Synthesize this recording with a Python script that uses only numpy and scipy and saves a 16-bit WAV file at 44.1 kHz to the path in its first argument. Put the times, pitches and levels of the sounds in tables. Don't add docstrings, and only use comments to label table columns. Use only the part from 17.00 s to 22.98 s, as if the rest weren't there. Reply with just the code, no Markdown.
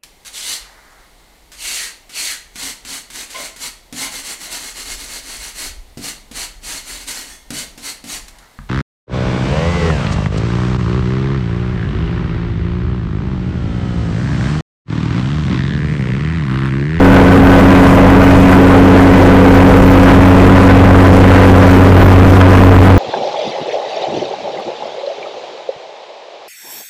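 import sys
import numpy as np
from scipy import signal
from scipy.io import wavfile

SR = 44100
rng = np.random.default_rng(int(sys.argv[2]) if len(sys.argv) > 2 else 0)


def master_out(mix):
    frames = np.transpose(np.atleast_2d(mix))
    ceiling = np.clip(frames, -1, 1)
    pcm = np.round(ceiling * 32767).astype(np.int16)
    wavfile.write(sys.argv[1], SR, pcm)


N = 263718
TIME = np.arange(N) / SR
FIRING_HZ = 93.9
LOAD_CYCLE_S, FIRST_EASE_S = 2.08, 1.27


# time_s, level_db
EXHAUST_BOOM = [(0.0, -6.5), (2.75, -4), (3.2, -1.4), (4.2, -0.2), (5.2, 3), (5.98, 3.5)]
# pitch_hz, relative_level_db
RUMBLE_SPECTRUM = [(20, 4.5), (35, -26), (60, 3), (130, -0.5), (220, 0), (320, -2), (415, -1), (490, -4.5),
                   (650, -6.5), (900, -18)]

def diesel(engine_s, fan_hz=273.6):
    firings = FIRING_HZ * engine_s
    boom = tone(firings, curve(EXHAUST_BOOM))
    octave = tone(2 * firings, -4.5 + 0.76 * drift(4.8))
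    fan = tone(fan_hz * engine_s, -2.5 + 0.8 * drift(8.0))
    rumble = from_db(-3.5) * noise(RUMBLE_SPECTRUM, flicker_db=3.5)
    return boom + octave + fan + rumble


def engine_clock(sag_hz=0.2, run_up_hz=0.38):
    firing_hz = FIRING_HZ + run_up_hz * easing() - sag_hz * easing(lead_s=0.35)
    return np.cumsum(firing_hz / FIRING_HZ) / SR


# peak_s, level_db, half_length_s
BITES = [(0.16, -12, 0.04), (0.76, -12.5, 0.06), (1.224, -19, 0.023), (1.52, -15, 0.03),
         (1.96, -10.5, 0.03), (2.61, -11.5, 0.052), (3.093, -9, 0.022), (3.587, -10.5, 0.022),
         (3.705, -10, 0.013), (4.065, -12, 0.02), (4.39, -10, 0.062), (5.005, -10.5, 0.014),
         (5.411, -5, 0.0069), (5.518, -16, 0.014)]
# pitch_hz, relative_level_db
GRIND_SPECTRUM = [(300, -5.5), (600, -1), (900, 3), (1400, -2), (2000, -6.5), (2800, -13), (4000, -26),
                  (6500, -35)]
# pitch_hz, relative_level_db
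CLANK_SPECTRUM = [(600, 9), (1000, -3), (1500, 5.5), (2000, -5.5), (2600, -11)]

def hammer_drill(hammer_hz=42.7, shake_fade_s=0.013):
    blows = hammer_hz * TIME + 0.038 * drift(1.0)
    since_blow_s = blows % 1 / hammer_hz
    shake = unit_power(1 + 0.29 * np.exp(-since_blow_s / shake_fade_s))
    grind_db = -10.5 + 0.15 * load() + 0.44 * drift(4.1)
    grind = from_db(grind_db) * noise(GRIND_SPECTRUM, flicker_db=1.0)
    clank = swells(BITES) * noise(CLANK_SPECTRUM, flicker_db=0.5)
    thud = tone(blows, -9.5 + 1.8 * drift(4.0))
    return thud + shake * (grind + clank)


# start_level_db, load_swing_db, trend_db_per_s, bite_gain
ROD_TONES = [(-15, 3.5, 0.0, 0.12), (-24.5, -2.5, 0.57, 0.35), (-21.8, 2.6, -0.93, 0.15),
             (-31.5, 0, -0.5, 0.02), (-37, -6, 0.0, 0)]

def ringing_rod(lowest_hz=502.1, waver_db=1.6):
    pressure, bite, out = load(), swells(BITES), 0
    for k, (start_db, swing_db, trend_db_per_s, bite_gain) in enumerate(ROD_TONES):
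        level_db = start_db + swing_db * pressure + trend_db_per_s * TIME + waver_db * drift(2.5)
        gain = from_db(level_db) + bite_gain * bite
        cycles = (k + 1) * lowest_hz * TIME + 0.011 * drift(5.8)
        shimmer = min(0.12 + 0.15 * k, 0.45)
        ring = tone(cycles) * (1 + shimmer * drift(25))
        flutter = shimmer * drift(25) * tone(cycles + 1 / 4)
        out = out + gain * (ring + flutter)
    return from_db(1.0) * out


def hydraulics(engine_s, pitch_hz=437.8):
    cycles = pitch_hz * engine_s + 0.054 * drift(0.71)
    return tone(cycles, -17 + 3.9 * drift(3.3))


# pitch_hz, relative_level_db
AIR_SPECTRUM = [(4000, 4.5), (6000, 3.5), (9000, -0.5), (11500, -5), (16000, -21)]
# pitch_hz, relative_level_db
SIZZLE_SPECTRUM = [(10000, -12), (14000, -1), (16000, 0)]
# peak_s, level_db, half_length_s
AIR_SPURTS = [(1.53, -35, 0.035), (2.9, -43, 0.037), (5.03, -33, 0.045), (5.3, -42, 0.038),
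              (5.7, -43, 0.11)]

def flushing_air():
    sizzle_db = -37.5 - 2 * load(lead_s=0.59) + 1.2 * drift(8.0)
    hiss = from_db(-31.5 + 1.8 * drift(8.4)) * noise(AIR_SPECTRUM, flicker_db=1.0)
    sizzle_gain = from_db(sizzle_db) + swells(AIR_SPURTS)
    return hiss + sizzle_gain * noise(SIZZLE_SPECTRUM, flicker_db=2.0)


# pitch_hz, relative_level_db
THIN_HISS_SPECTRUM = [(2200, 10.5), (3500, 0), (5000, -0.5), (8000, -4.5), (12000, -10), (16000, -28)]

def thin_hiss():
    return from_db(-41) * noise(THIN_HISS_SPECTRUM, flicker_db=1.5)


def load(lead_s=0):
    return -np.cos(2 * np.pi * (TIME + lead_s - FIRST_EASE_S) / LOAD_CYCLE_S)


def easing(lead_s=0, half_length_s=0.12):
    sharpness = (LOAD_CYCLE_S / (2 * np.pi * half_length_s)) ** 2
    return np.exp(-sharpness * (1 + load(lead_s)))


def swells(events):
    return sum(from_db(level_db) * np.exp(-0.5 * ((TIME - peak_s) / half_length_s) ** 2)
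               for peak_s, level_db, half_length_s in events)


def tone(cycles, level_db=0):
    return np.sqrt(2) * from_db(level_db) * np.sin(2 * np.pi * cycles)


def noise(spectrum, flicker_db):
    pitch_hz, level_db = np.transpose(spectrum)
    edges_hz = 20 * 2 ** (np.arange(30) / 3)
    white, out = rng.standard_normal((2, N)), 0
    for k, (low, high) in enumerate(zip(edges_hz, edges_hz[1:])):
        log_middle = np.log(low * high) / 2
        band_db = np.interp(log_middle, np.log(pitch_hz), level_db, left=-np.inf, right=-np.inf)
        wobble_db = flicker_db * drift(16.9)
        if np.isfinite(band_db):
            band_pass = signal.butter(2, [low, high], "band", fs=SR, output="sos")
            out = out + signal.sosfilt(band_pass, white[k % 2]) * from_db(band_db + wobble_db)
    return unit_power(out)


def drift(rate_hz):
    step, warm_up = 40, 2000
    memory = np.exp(-2 * np.pi * rate_hz * step / SR)
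    white = rng.standard_normal(N // step + warm_up + 2)
    slow = signal.lfilter([1], [1, -2 * memory, memory ** 2], white)[warm_up:]
    return np.interp(np.arange(N) / step, np.arange(len(slow)), unit_power(slow))


def curve(points):
    return np.interp(TIME, *np.transpose(points))


def from_db(db):
    return 10 ** (np.asarray(db) / 20)


def unit_power(x):
    return x / np.sqrt(np.mean(x ** 2) + 1e-20)


def scene():
    engine_s, boom_db = engine_clock(), curve(EXHAUST_BOOM)
    hole_gain = from_db(0.16 * (boom_db - boom_db.mean()))
    hole = hole_gain * (hammer_drill() + flushing_air())
    return (diesel(engine_s) + hydraulics(engine_s) + ringing_rod() + hole)[None]


def record(dry, limit=0.64, headroom=0.083, softness=0.95, dull_hz=2800, dull_share=0.28, top_hz=15500):
    flattened = dry / (1 + np.abs(dry / limit) ** 8) ** (1 / 8)
    clipped = flattened + headroom * np.tanh((dry - flattened) / softness)
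    rounded = signal.sosfiltfilt(signal.butter(2, dull_hz, fs=SR, output="sos"), clipped)
    mix = clipped + dull_share * (rounded - clipped) + thin_hiss()
    treble_cut = signal.ellip(10, 0.05, 60, top_hz, fs=SR, output="sos")
    return signal.sosfiltfilt(treble_cut, mix)


dry = scene()
out = record(dry)
master_out(out)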